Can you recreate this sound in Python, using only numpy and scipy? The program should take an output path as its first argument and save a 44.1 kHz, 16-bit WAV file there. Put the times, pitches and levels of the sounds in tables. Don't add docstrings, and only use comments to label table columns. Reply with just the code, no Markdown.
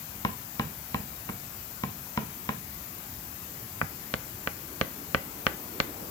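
import sys
import numpy as np
from scipy import signal
from scipy.io import wavfile
from scipy.ndimage import uniform_filter1d

SR = 44100
rng = np.random.default_rng(int(sys.argv[2]) if len(sys.argv) > 2 else 0)


def amp(db):
    return 10 ** (np.asarray(db, float) / 20)


def write(x):
    x = np.atleast_2d(x).T
    wavfile.write(sys.argv[1], SR, np.round(np.clip(x, -1, 1) * 32767).astype(np.int16))


N = 269230

# (frequency [Hz], level per Hz [dB])
AIR_SPECTRUM = [(20, -9.5), (43, -4), (97, -0.5), (200, -5), (487, -16.5), (729, -14), (2500, -20.5),
                (3600, -34)]
# (frequency [Hz], level per Hz [dB])
ROAR_SPECTRUM = [(60, -30), (150, -3.5), (300, 4.5), (500, -4), (700, -9.5), (1000, -11), (2000, -23.5),
                 (4000, -30)]
# (frequency [Hz], level per Hz [dB])
HISS_SPECTRUM = [(1650, -26), (2800, -11.5), (3560, -11), (7600, -7), (8610, -15.5), (13100, 0),
                 (15100, 1.5), (16000, -14)]
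AIR_DB, HISS_DB = -47.5, -45
ROAR_END_DB, ROAR_RISE_DB_PER_S = -44, 6.5

# (frequency [Hz], correlation [-1..1])
PORT_LIKENESS = [(60, 1), (130, 0.93), (290, 0.89), (640, 0.34), (1410, -0.25), (3100, 0.03), (6820, 0.078)]
# (frequency [Hz], left minus right [dB])
PORT_LEAN = [(60, 0.5), (160, -3), (740, -1), (1220, 4), (3330, 10), (5500, 24), (9080, 41), (15000, 15)]
# (frequency [Hz], extra loss [dB])
HAND_LOSS = [(1000, 0.5), (2200, -1), (9000, 11), (15000, -1)]
PORT_BASS_HZ, TOP_HZ = 47.5, 16150
SHADE_HZ = 3220
TICK_LEAN_DB = -2

# (frequency [Hz], t60 [s])
GARAGE_DECAY = [(100, 0.54), (250, 0.37), (600, 0.24), (1500, 0.36), (3000, 0.31), (6000, 0.2)]
# (frequency [Hz], level [dB])
GARAGE_TONE_DB = [(100, -5.5), (200, -4.5), (350, 1), (700, 2), (1060, -10), (1500, -2.5), (2400, -5),
                  (6000, -5)]
FACE_ECHO = (0.0051, -12, 3300)
EDGE_ECHO = (0.0155, -13, 430)

# (frequency [Hz], left [dB], right [dB], t60 [s])
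SETTLE_MODES = [(103, -5.5, -3, 0.089), (151, 1.5, 5, 0.054), (206, -8, -1, 0.053)]
SETTLE_S, SETTLE_DB, SETTLE_RISE_S = 0.056, -4, 0.004
JOLT = (3.827, -24)

# (time [s], strength [dB], pallet thud re strength [dB], squareness re ordinary [dB], spot pitch [Hz])
EDGE_HITS = [
    (0.2492, -17.5, -11, 3, 1050),
    (0.5958, -19.5, -9, 9, 1130),
    (0.9443, -19.5, -10, -1.5, 1060),
    (1.2894, -31, -14, -10, 1150),
    (1.2959, -31, -4, 11, 1320),
    (1.8357, -22, -8.5, 0, 1040),
    (2.1748, -19, -9.5, -1, 1040),
    (2.4903, -20, -11.5, -2, 1100),
]
# (time [s], strength [dB], pallet thud re strength [dB], squareness re ordinary [dB], spot pitch [Hz])
FACE_HITS = [
    (3.8146, -14, -23, -14.5, 1480),
    (4.1397, -15.5, -18.5, 7.5, 1350),
    (4.4737, -15.5, -20, -4.5, 1470),
    (4.8127, -12, -17, 2.5, 1240),
    (5.1466, -9, -19.5, -3.5, 1390),
    (5.4667, -8.5, -22, -1, 1430),
    (5.8016, -10.5, -21, 13.5, 2440),
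]
# (frequency [Hz], left [dB], right [dB], t60 [s])
EDGE_COVER_MODES = [(431, -12.5, -13, 0.047), (563, -20, -15, 0.016), (800, -12, -9, 0.046),
                    (905, -9, -17, 0.014), (1037, -2.5, -4, 0.034), (1174, -6, -8, 0.0079),
                    (1355, 1, -5, .011), (1620, -7.5, -19, 0.017), (1890, -7, -5, 0.022),
                    (2226, -4, -16, 0.016), (2840, -7, -1.5, 0.0094), (4030, -9, -15, 0.012),
                    (5300, -4, -16, 0.005)]
# (frequency [Hz], left [dB], right [dB], t60 [s])
FACE_COVER_MODES = [(867, -16, -14.5, 0.048), (1084, -12, -25, 0.023), (1212, -7.5, -14.5, 0.022),
                    (1330, -6, -14.5, 0.0073), (1500, -3, -4.5, 0.011), (1706, -6, -16, 0.014),
                    (2040, -4, -17, 0.017), (2360, -4.5, -10, 0.0094), (2970, -4, -9, 0.0045),
                    (4100, 2, -21, .003), (5440, -3, -17, 0.003), (7100, -10, -26, .003)]
# (frequency [Hz], left [dB], right [dB], t60 [s])
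EDGE_PALLET_MODES = [(101, -23, -28.5, 0.12), (145, -13.5, -11, .13), (176, -2, -3, 0.045),
                     (213, -4.5, 0.5, 0.092), (294, -8, -5, 0.021)]
# (frequency [Hz], left [dB], right [dB], t60 [s])
FACE_PALLET_MODES = [(87, -21.5, -18.5, 0.17), (143, -24, -11.5, 0.11), (208, -5.5, -1.5, 0.029),
                     (278, -5.5, -2.5, 0.034), (448, -8.5, -11, 0.041), (524, -3.5, 0, 0.032),
                     (648, -4, 3.5, 0.018)]
EDGE_STRIKE = dict(knock_db=2.1, boom_db=11, tick_db=-1.5, room_db=-9.5, tick_hz=2510, radiate_hz=160,
                   rise_s=0.00058, thud_rise_s=0.00077, ring_lag=5.5, tick_lag=3.3, sense=1)
FACE_STRIKE = dict(knock_db=2.5, boom_db=17, tick_db=5.3, room_db=-16, tick_hz=2260, radiate_hz=990,
                   rise_s=0.00034, thud_rise_s=0.00067, ring_lag=-0.52, tick_lag=10.6, sense=-1)
SPOT_DB, SPOT_OCTAVES = 5.5, 0.21
CONTACT_HZ = 6860
LOCAL_HZ = 2100


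def evened(x):
    return x / np.sqrt(np.mean(x ** 2) + 1e-20)


def peaked(x):
    return x / abs(x.mean(0)).max()


def read(points, hz):
    f, value = np.transpose(points)
    return np.interp(np.log(hz + 1), np.log(f + 1), value)


def delayed(x, samples):
    n = np.arange(len(x))
    return np.interp(n - samples, n, x, left=0)


def lagged(x, samples):
    return np.array([x[0], delayed(x[1], samples)])


def ring(modes, sign, t):
    hz, left_db, right_db, t60 = np.transpose(modes)[:, :, None]
    sines = sign * np.sin(2 * np.pi * hz * t) * amp(-60 * t / t60)
    return np.array([(amp(left_db) * sines).sum(0), (amp(right_db) * sines).sum(0)])


def background():
    frames, hz = N // 512 + 5, np.fft.rfftfreq(2048, 1 / SR)
    a, b, c, d, patches = rng.standard_normal((frames, len(hz), 5)).T
    patches = uniform_filter1d(patches, size=9, axis=0)
    patches = evened(uniform_filter1d(patches, size=7, axis=1))
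    t = np.arange(frames) * 512 / SR
    heard = hz < TOP_HZ
    air = evened(amp(read(AIR_SPECTRUM, hz)))[:, None] * amp(AIR_DB)
    swell = amp(ROAR_END_DB - ROAR_RISE_DB_PER_S * (N / SR - t))
    roar = evened(amp(read(ROAR_SPECTRUM, hz)))[:, None] * swell
    hiss = evened(amp(read(HISS_SPECTRUM, hz)) * heard)[:, None] * amp(HISS_DB + 1.44 * patches)
    level = np.sqrt((air ** 2 + roar ** 2) * amp(3.05 * patches) + hiss ** 2) * heard[:, None]
    same = read(PORT_LIKENESS, hz)[:, None]
    left = a + 1j * b
    right = same * left + np.sqrt(1 - same ** 2) * (c + 1j * d)
    lean = amp(-read(PORT_LEAN, hz) - read(HAND_LOSS, hz))[:, None]
    mid = np.sqrt(1 + lean ** 2 + 2 * lean * same) / 2
    unit = np.std(signal.istft(left, nperseg=2048, noverlap=1536)[1])
    ports = np.array([left, right * lean]) * level / mid
    return signal.istft(ports, nperseg=2048, noverlap=1536)[1][:, :N] / unit


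def garage(send):
    slot = SR // 3
    out = np.zeros((2, N + 2 * SR))
    for start in range(slot // 2, N, slot):
        taps = np.zeros((2, SR // 2))
        at = np.arange(300, SR // 2 - 20, 20)
        at = at + rng.integers(0, 20, (2, len(at)))
        np.put_along_axis(taps, at, rng.choice([-1., 1.], at.shape), 1)
        hz, t, z = signal.stft(taps, SR, nperseg=256)
        same = read(PORT_LIKENESS, hz)[:, None]
        z[1] = same * z[0] + np.sqrt(1 - same ** 2) * z[1]
        z[1] *= amp(-0.8 * read(PORT_LEAN, hz))[:, None]
        z *= amp(read(GARAGE_TONE_DB, hz)[:, None] - 60 * t / read(GARAGE_DECAY, hz)[:, None])
        tail = signal.istft(z, SR, nperseg=256)[1]
        tail /= np.linalg.norm(tail[0])
        wet = signal.fftconvolve(send[None, start:start + slot], tail, axes=1)
        out[:, start:start + wet.shape[1]] += wet
    return out[:, :N]


def settling():
    t, train = np.arange(SR // 8) / SR, np.zeros(N)
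    thump = -peaked(ring(SETTLE_MODES, 1, t) * (1 - np.exp(-t / SETTLE_RISE_S)))
    drops = [(s + SETTLE_S, db + thud_db + SETTLE_DB) for s, db, thud_db, _, _ in EDGE_HITS]
    for s, db in drops + [JOLT]:
        train[round(s * SR)] = amp(db)
    return signal.oaconvolve(train[None], thump, axes=1)[:, :N]


def struck_modes(cover, spot_hz):
    landed = np.array(cover, float)
    landed[:, 0] *= 1 + 0.015 * rng.standard_normal(len(cover))
    landed[:, 1:3] += 1.5 * rng.standard_normal((len(cover), 2))
    octaves = np.log2(landed[:, :1] / spot_hz)
    landed[:, 1:3] += SPOT_DB * np.exp(-(octaves / SPOT_OCTAVES) ** 2)
    return landed


def head_tick(tick_hz, hardness, t):
    hz = tick_hz * np.array([[1.25], [0.95]]) * hardness ** 0.21
    return np.sin(2 * np.pi * hz * t) * np.exp(-0.9 * hz * t)


def blows(table, cover, pallet, echo, knock_db, boom_db, tick_db, room_db, tick_hz, radiate_hz, rise_s,
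          thud_rise_s, ring_lag, tick_lag, sense):
    direct, send, t = np.zeros((2, N)), np.zeros(N), np.arange(SR // 4) / SR
    radiate = signal.butter(2, radiate_hz, "high", fs=SR)
    shadow = signal.butter(2, SHADE_HZ, fs=SR)
    echo_s, echo_db, echo_hz = echo
    dull = signal.butter(2, echo_hz, fs=SR)
    bending = (-sense) ** np.arange(len(cover))[:, None]
    local = np.array(cover)[:, :1] > LOCAL_HZ
    rise, thud_rise = 1 - np.exp(-t / rise_s), 1 - np.exp(-t / thud_rise_s)
    port_lean = amp(np.array([[0], [TICK_LEAN_DB]]))
    for s, db, thud_db, snap_db, spot_hz in table:
        hardness = amp(0.62 * snap_db)
        contact = signal.butter(4, np.clip(CONTACT_HZ * hardness, 2e3, 17e3), fs=SR)
        landed = struck_modes(cover, spot_hz)
        tick = head_tick(tick_hz, hardness, t)
        whole = lagged(ring(landed, bending * ~local, t) * rise, ring_lag)
        spot = lagged(ring(landed, bending * local, t) * rise, tick_lag)
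        knock = peaked(whole + spot)
        knock += amp(tick_db) * hardness ** 0.42 * lagged(tick * port_lean, tick_lag)
        knock = signal.lfilter(*contact, knock)
        knock = peaked(signal.lfilter(*radiate, knock))
        thud = lagged(peaked(ring(pallet, sense, t) * thud_rise), tick_lag)
        sound = -amp(db) * (amp(knock_db) * knock + amp(boom_db + thud_db) * thud)
        sound[1] = signal.lfilter(*shadow, sound[1])
        bounce = [delayed(port, echo_s * SR) for port in signal.lfilter(*dull, sound)]
        sound += amp(echo_db) * np.array(bounce)
        to_room = amp(room_db) * (sound[0] - amp(db + knock_db) * tick[1])
        at = round(s * SR)
        size = min(len(t), N - at)
        direct[:, at:at + size] += sound[:, :size]
        send[at:at + size] += to_room[:size]
    return direct, send


def scene():
    edge, edge_send = blows(EDGE_HITS, EDGE_COVER_MODES, EDGE_PALLET_MODES, EDGE_ECHO, **EDGE_STRIKE)
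    face, face_send = blows(FACE_HITS, FACE_COVER_MODES, FACE_PALLET_MODES, FACE_ECHO, **FACE_STRIKE)
    return background() + garage(edge_send + face_send) + settling() + edge + face


def roll_off(x):
    return signal.sosfilt(signal.butter(12, 17100, fs=SR, output="sos"), x)


def record(dry):
    ported = signal.lfilter(*signal.butter(4, PORT_BASS_HZ, "high", fs=SR), dry)
    return roll_off(ported)


dry = scene()
out = record(dry)
write(out)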